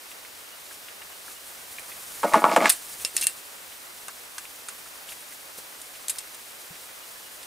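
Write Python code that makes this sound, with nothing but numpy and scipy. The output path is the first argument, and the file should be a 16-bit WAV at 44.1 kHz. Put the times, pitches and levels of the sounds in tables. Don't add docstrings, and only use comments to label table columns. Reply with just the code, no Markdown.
import sys
import numpy as np
from scipy import signal
from scipy.fft import rfft, irfft
from scipy.io import wavfile

SR = 44100
rng = np.random.default_rng(int(sys.argv[2]) if len(sys.argv) > 2 else 0)


def persist_wave(psi):
    counts = np.round(np.clip(psi, -1, 1) * 32767).astype(np.int16)
    wavfile.write(sys.argv[1], SR, np.atleast_2d(counts).T)


N = 328986


def from_db(db):
    return 10 ** (np.asarray(db) / 20)


def rms_one(x):
    return x / np.sqrt(np.mean(x ** 2) + 1e-20)


def in_time(rows, column):
    rows = np.array(rows)
    return np.interp(np.arange(N) / SR, rows[:, 0], rows[:, column], left=-120, right=-120)


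def at_hz(points, hz):
    points = np.array(points)
    return np.interp(np.log(hz), np.log(points[:, 0]), points[:, 1])


def drift(rate_hz):
    r = np.exp(-80 * np.pi * rate_hz / SR)
    noise = rng.standard_normal(N // 40 + 2002)
    slow = signal.lfilter([1], [1, -2 * r, r * r], noise)[2000:]
    return np.interp(np.arange(N) / 40, np.arange(len(slow)), rms_one(slow))


def ring(blows, hz, t60):
    r = from_db(-60 / (t60 * SR))
    w = 2 * np.pi * hz / SR
    return signal.lfilter([0, np.sin(w)], [1, -2 * r * np.cos(w), r * r], blows + 1e-18)


def filtered(x, order, hz, kind):
    return signal.sosfilt(signal.butter(order, hz, kind, fs=SR, output="sos"), x)


def band(x, low_hz, high_hz):
    return filtered(x, 2, [low_hz, high_hz], "band")


def impulses(times, gains):
    out = np.zeros(N)
    np.add.at(out, np.round(np.asarray(times) * SR).astype(int), gains)
    return out


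def grains(per_s, spread_db):
    sizes = from_db(spread_db * np.minimum(rng.exponential(1, N), 4))
    signs = rng.choice([-1, 1], N)
    return rms_one(sizes * signs * (rng.random(N) < per_s / SR))


def coloured(source, spectrum):
    hz = np.maximum(np.arange(N // 2 + 1) * SR / N, 1)
    return rms_one(irfft(rfft(source) * from_db(at_hz(spectrum, hz)), N))


def leaning(hz, centre_hz, octaves):
    return -6.0 * (np.log2(hz / centre_hz) / octaves) ** 2


def swell(centre_s, length_s):
    return np.exp(-8 * ((np.arange(N) / SR - centre_s) / length_s) ** 2)


def sideways(x, spread_db, above_hz):
    t = np.arange(SR // 200) / SR
    smear = rms_one(rng.standard_normal(len(t)) * from_db(-60 * t / 0.0017)) / np.sqrt(len(t))
    treble = filtered(x, 2, above_hz, "high")
    side = from_db(spread_db) * signal.fftconvolve(treble, smear)[:N] - 0.023 * treble
    return x + side * [[1], [-1]]


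def hiss():
    # (frequency [Hz], relative level per Hz [dB])
    hiss_colour = [(25, -42), (45, -37), (75, -4), (120, -15), (300, -2), (600, 0.5), (1000, -2),
                   (2000, -0.5), (3500, -1), (8000, -6.5), (12000, -7), (15700, -4.5)]
    # (frequency [Hz], likeness [0 to 1])
    likeness = [(60, 0.81), (150, 0.19), (380, 0.13), (950, 0.25), (3500, 0.022), (5000, 0.82),
                (15000, 0.78)]
    level_db = -44
    hz = np.maximum(np.arange(N // 2 + 1) * SR / N, 1)
    alike = np.clip(at_hz(likeness, hz), 0, 1)
    mid, side = rfft(rng.standard_normal((2, N)))
    pair = irfft(np.sqrt(1 + alike) * mid + np.sqrt(1 - alike) * side * [[1], [-1]], N)
    return from_db(level_db + 0.2 * drift(2.9)) * coloured(pair, hiss_colour)


def cheeps():
    centres = [.535, 1.132, 1.372, 7.034, 7.27]
    level_db, pitch_hz, length_s = -49.5, 2880, 0.046
    tone = np.sin(2 * np.pi * pitch_hz * np.arange(N) / SR)
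    return from_db(level_db) * tone * sum(swell(s, length_s) for s in centres)


def rustle():
    # (time [s], level [dB])
    arm_motion = [(0.0, -49.5), (1.25, -48), (1.81, -43), (2.3, -39), (2.78, -41), (3.05, -48),
                  (3.45, -46.5), (7.46, -47)]
    # (centre time [s], length [s], level [dB])
    brushes = [(0.114, 0.076, -51), (0.705, 0.13, -53), (1.287, 0.13, -49), (1.475, .06, -48),
               (1.73, .045, -50), (2.912, 0.1, -43), (3.01, 0.11, -40.5), (3.214, 0.2, -36),
               (3.378, 0.057, -48), (5.106, 0.071, -41), (5.33, .05, -51), (5.586, 0.049, -44)]
    # (frequency [Hz], relative level per Hz [dB])
    wool_colour = [(2500, -11.5), (4000, -9), (6500, -6.5), (8200, -3.5), (9500, -2), (10800, -3.5),
                   (12500, -7), (15700, -7.5)]
    # (frequency [Hz], relative level per Hz [dB])
    cotton_colour = [(200, -21), (500, -0.5), (1200, 2), (2500, -2.5), (4500, -22.5)]
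    cotton_rest_db, cotton_follows = -51.5, 0.41
    arm_db = in_time(arm_motion, 1)
    rubbing = from_db(arm_db) + sum(from_db(db) * swell(s, length) for s, length, db in brushes)
    wool = coloured(grains(per_s=14000, spread_db=1.5), wool_colour) * rubbing * from_db(1.2 * drift(23))
    cotton_db = cotton_rest_db + cotton_follows * (arm_db - arm_db[-1])
    cotton = coloured(rng.standard_normal((2, N)), cotton_colour) * from_db(cotton_db + 2.1 * drift(29))
    return sideways(wool, spread_db=-30, above_hz=1800) + cotton


def taps():
    # (time [s], relative level [dB], pitch [Hz])
    small_taps = [(0.115, -43.5, 2790), (0.249, -41.5, 2210), (0.709, -44, 1680), (0.884, -39.5, 2480),
                  (1.018, -37.5, 2410), (1.123, -46, 2780), (1.28, -40.5, 1370), (1.784, -35, 2350),
                  (1.918, -36.5, 2400), (2.998, -41, 2660), (3.719, -45, 2720), (3.853, -47, 2110),
                  (4.0833, -31.5, 1350), (4.381, -35, 1550), (4.453, -41, 2690), (4.686, -37.5, 1400),
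                  (4.858, -45, 1340), (5.089, -38.5, 3000), (5.121, -37, 2630), (5.321, -42.5, 2000),
                  (5.953, -41, 2680), (6.154, -45, 1920), (6.755, -43.5, 2720), (6.889, -44.5, 1940),
                  (7.43, -44, 3500)]
    # (time [s], relative level [dB], pitch [Hz])
    thuds = [(2.34, -52.5, 80), (2.565, -55, 75), (3.045, -41, 480), (3.149, -45, 368), (5.585, -43, 510),
             (6.706, -46.5, 167)]
    hits = [(s, db, hz, 0.052) for s, db, hz in small_taps]
    hits += [(s, db, hz, 17 / hz) for s, db, hz in thuds]
    ring_cycles, ring_db = 39, 3
    out, t = np.zeros(N), np.arange(SR // 6) / SR
    for s, level_db, hz, t60 in hits:
        i = round(s * SR)
        ring_t60 = min(ring_cycles / hz, t60)
        noise = rms_one(band(rng.standard_normal(len(t)), 0.68 * hz, 1.26 * hz))
        puff = from_db(-60 * t / t60) * noise
        tone = from_db(ring_db - 60 * t / ring_t60) * np.sin(2 * np.pi * hz * t)
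        out[i:i + len(t)] += (from_db(level_db) * (puff + tone))[:N - i]
    return out


def pliers():
    # (time [s], relative strength [dB], handle ring relative to the click [dB],
    # colour centre [Hz], time for the snap to fall 60 dB [s])
    clicks = [(1.795, -29, -30, 9500, .03), (2.562, -17, -42, 9300, 0.038), (2.695, 1.5, -45, 11400, 0.013),
              (2.6993, 0.5, -48, 10500, 0.037), (2.72, -15, -33, 9500, 0.069),
              (3.049, -2.5, -28, 6300, 0.012), (3.1663, -5, -28, 8800, 0.015),
              (3.177, -14.5, -26, 5300, .04), (3.187, -23, -36, 5500, 0.043),
              (3.196, -21, -30, 4000, 0.034), (3.2168, -16, -38, 5000, 0.037), (3.212, -14, -38, 9500, .05),
              (3.225, -12.5, -13, 6800, 0.027), (3.2348, -11, -42, 12000, .02),
              (3.24, -13, -22, 9800, 0.026), (3.269, -1, -27.5, 8900, .016), (4.083, -20, -29, 8100, 0.016),
              (4.382, -17.5, -25, 7000, 0.026), (4.6857, -20.5, -28, 8650, 0.043),
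              (5.816, -26, -36, 9050, .03), (6.0828, -11.5, -40, 8200, 0.02),
              (6.096, -9.5, -49, 9050, 0.024), (6.099, -13, -45, 9400, 0.052),
              (6.1594, -23, -32, 11000, .01), (6.185, -15, -39, 6240, 0.0097),
              (6.1871, -16.5, -35, 8060, 0.027), (6.2064, -28, -28, 7000, .02),
              (6.346, -27, -31, 7900, 0.023), (7.43, -31, -27, 8000, 0.036)]
    # (frequency [Hz], relative level [dB], time to fall 60 dB [s])
    jaw_modes = [(4200, -44, .015), (4540, -3.5, 0.011), (5400, -2, 0.014), (6740, -7, 0.044),
                 (7460, -35, 0.0098), (8250, -9, 0.019), (9020, 0.5, 0.013), (9670, -3.5, 0.015),
                 (10640, -2, 0.02), (11690, -10, 0.0054), (12800, -13, 0.022)]
    # (frequency [Hz], relative level [dB], time to fall 60 dB [s])
    handle_modes = [(2745, -1, .11), (2660, -8, .06), (2320, -6, .05), (1950, -12, .02)]
    crack_db, jaws_db, wide_share = -12.5, -31, 0.74
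    rattle_t60_s, rattle_db, rattle_hz = 0.19, -9, 9600
    grip_detune = 0.015
    out, handle, t = np.zeros(N), np.zeros(N), np.arange(SR // 5) / SR
    for s, strength_db, ring_db, centre_hz, t60 in clicks:
        i = round(s * SR)
        uneven = np.minimum(rng.exponential(1, len(t)), 2)
        chatter = from_db(strength_db) * rms_one(rng.standard_normal(len(t)) * uneven)
        snap = chatter * from_db(-60 * t / max(t60, 0.004))
        snap[0] = 4.8 * from_db(strength_db)
        rattle = chatter * from_db(rattle_db - 60 * t / rattle_t60_s)
        handle[i] += from_db(strength_db + ring_db)
        jaws = np.zeros(len(t))
        for hz, db, ring_s in jaw_modes:
            gain = from_db(db + rng.normal(0, 1.9) + leaning(hz, centre_hz, 0.54))
            jaws += gain * ring(snap, hz * rng.normal(1, grip_detune), ring_s)
        crack = band(snap, 0.68 * centre_hz, min(1.12 * centre_hz, 16000))
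        crack += wide_share * band(snap, 2050, 13700)
        crack += band(rattle, 0.73 * rattle_hz, 1.03 * rattle_hz) + 0.42 * band(rattle, 1500, 7500)
        out[i:i + len(t)] += (from_db(crack_db) * crack + from_db(jaws_db) * jaws)[:N - i]
    return out + sum(from_db(db) * ring(handle, hz, t60) for hz, db, t60 in handle_modes)


def table_top():
    # (time [s], relative strength [dB], pitch centre [Hz],
    # crack relative to the knock [dB])
    knocks = [(2.2323, -19, 880, -8.5), (2.236, -12.5, 990, -17), (2.243, -10, 610, -43),
              (2.3359, -12, 895, -5.5), (2.342, -0.5, 990, -21), (2.317, -21, 700, -30),
              (2.373, -17, 660, -17), (2.42, -16, 900, -24), (2.4414, 0, 1100, -21.5),
              (2.514, -12, 826, -34), (2.5623, -6.5, 915, -5.5), (2.568, -4.5, 594, -32),
              (2.613, -13, 695, -14), (2.649, -17.5, 1390, -9), (2.657, -7.5, 1730, -7)]
    # (time [s], rumble level [dB], grit level [dB])
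    drag = [(2.23, -27, -43), (2.31, -39.5, -50), (2.36, -18.5, -35), (2.41, -40.5, -51), (2.49, -24, -45),
            (2.535, -27, -35), (2.555, -38, -39), (2.6, -24.5, -43), (2.66, -22.5, -30), (2.695, -42, -30),
            (2.75, -63, -47)]
    # (frequency [Hz], relative level [dB], time to fall 60 dB [s])
    wood_modes = [(180, -27, 0.03), (232, -6.5, 0.081), (263, -19, 0.064), (305, -23, 0.043),
                  (322, -0.5, 0.11), (394, -24, 0.07), (454, -21, 0.072), (486, -1, 0.027), (584, 2, 0.048),
                  (647, 5, 0.057), (700, -10.5, 0.24), (850, 2.5, 0.08), (945, 2.5, 0.058),
                  (1100, 0.5, 0.049), (1155, 5, 0.037), (1252, -5, 0.14), (1320, -6.5, 0.076),
                  (1450, -7, 0.12), (1690, -14, 0.18), (1860, -12, 0.085), (2165, 9, 0.011),
                  (2620, -15, 0.018), (2750, -10, 0.026)]
    blows = [(s + k * 0.0105, db - k * 6, hz * 0.9 ** k, crack - k * 5)
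             for s, db, hz, crack in knocks for k in range(3)]
    s, strength_db, centre_hz, crack_db = np.transpose(blows)
    steady = np.sqrt(sum(from_db(db) ** 2 * t60 * SR / (4 * np.log(1000)) for hz, db, t60 in wood_modes))
    slips = from_db(in_time(drag, 1)) / steady
    scrapes = [grains(per_s=770, spread_db=6.0) for k in range(3)]
    out = np.zeros(N)
    for k, (hz, level_db, t60) in enumerate(wood_modes):
        uneven_db = rng.normal(0, 4.26, len(s))
        push = from_db(strength_db + leaning(hz, centre_hz, 0.7) + uneven_db) / np.sqrt(len(wood_modes))
        struck = impulses(s, push * rng.choice([-1, 1], len(s)))
        out += from_db(level_db) * ring(struck + slips * scrapes[k % 3], hz, t60)
    t = np.arange(SR // 20) / SR
    for i, db, hz in zip(np.round(s * SR).astype(int), strength_db, centre_hz):
        out[i:i + len(t)] += from_db(db - 4.5 - 60 * t * hz / 9.0) * np.sin(2 * np.pi * hz * t)
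    crack_t60_s, treble_db = 0.036, -9.5
    edges = impulses(s, from_db(strength_db + crack_db))
    decay = signal.lfilter([1], [1, -from_db(-60 / (crack_t60_s * SR))], edges)
    noise = rng.standard_normal(N)
    treble = from_db(treble_db) * rms_one(band(noise, 4400, 9200))
    crack = decay * (rms_one(band(noise, 1020, 2320)) + treble)
    grit = from_db(in_time(drag, 2)) * rms_one(band(grains(per_s=3100, spread_db=4.0), 890, 6200))
    body = filtered(out, 8, 180, "high")
    return body + crack + grit


def room(x, level_db):
    t60_s, wall_cut_hz = 0.057, 6900
    t = np.arange(SR // 4) / SR
    tail = rng.standard_normal((2, len(t))) * from_db(-60 * t / t60_s) * (t > 0.001)
    tail = filtered(tail, 1, wall_cut_hz, "low")
    tail = tail / np.sqrt(np.sum(tail ** 2, axis=1, keepdims=True))
    return from_db(level_db) * signal.fftconvolve(x[None], tail)[:, :N]


def scene():
    steady_cut = signal.ellip(12, 0.5, 60, 15700, fs=SR, output="sos")
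    steady = signal.sosfilt(steady_cut, hiss() + rustle())
    wood = taps() + table_top()
    metal = band(pliers(), 770, 15000)
    near = wood + sideways(metal, spread_db=0.5, above_hz=13500) + cheeps()
    return near + room(wood, level_db=-28) + room(metal, level_db=-12) + steady


def record(dry):
    rounded = 1.1 * np.tanh(dry / 1.1)
    cutoff_hz = 16700
    return signal.sosfilt(signal.cheby2(12, 70, cutoff_hz, fs=SR, output="sos"), rounded)


dry = scene()
out = record(dry)
persist_wave(out)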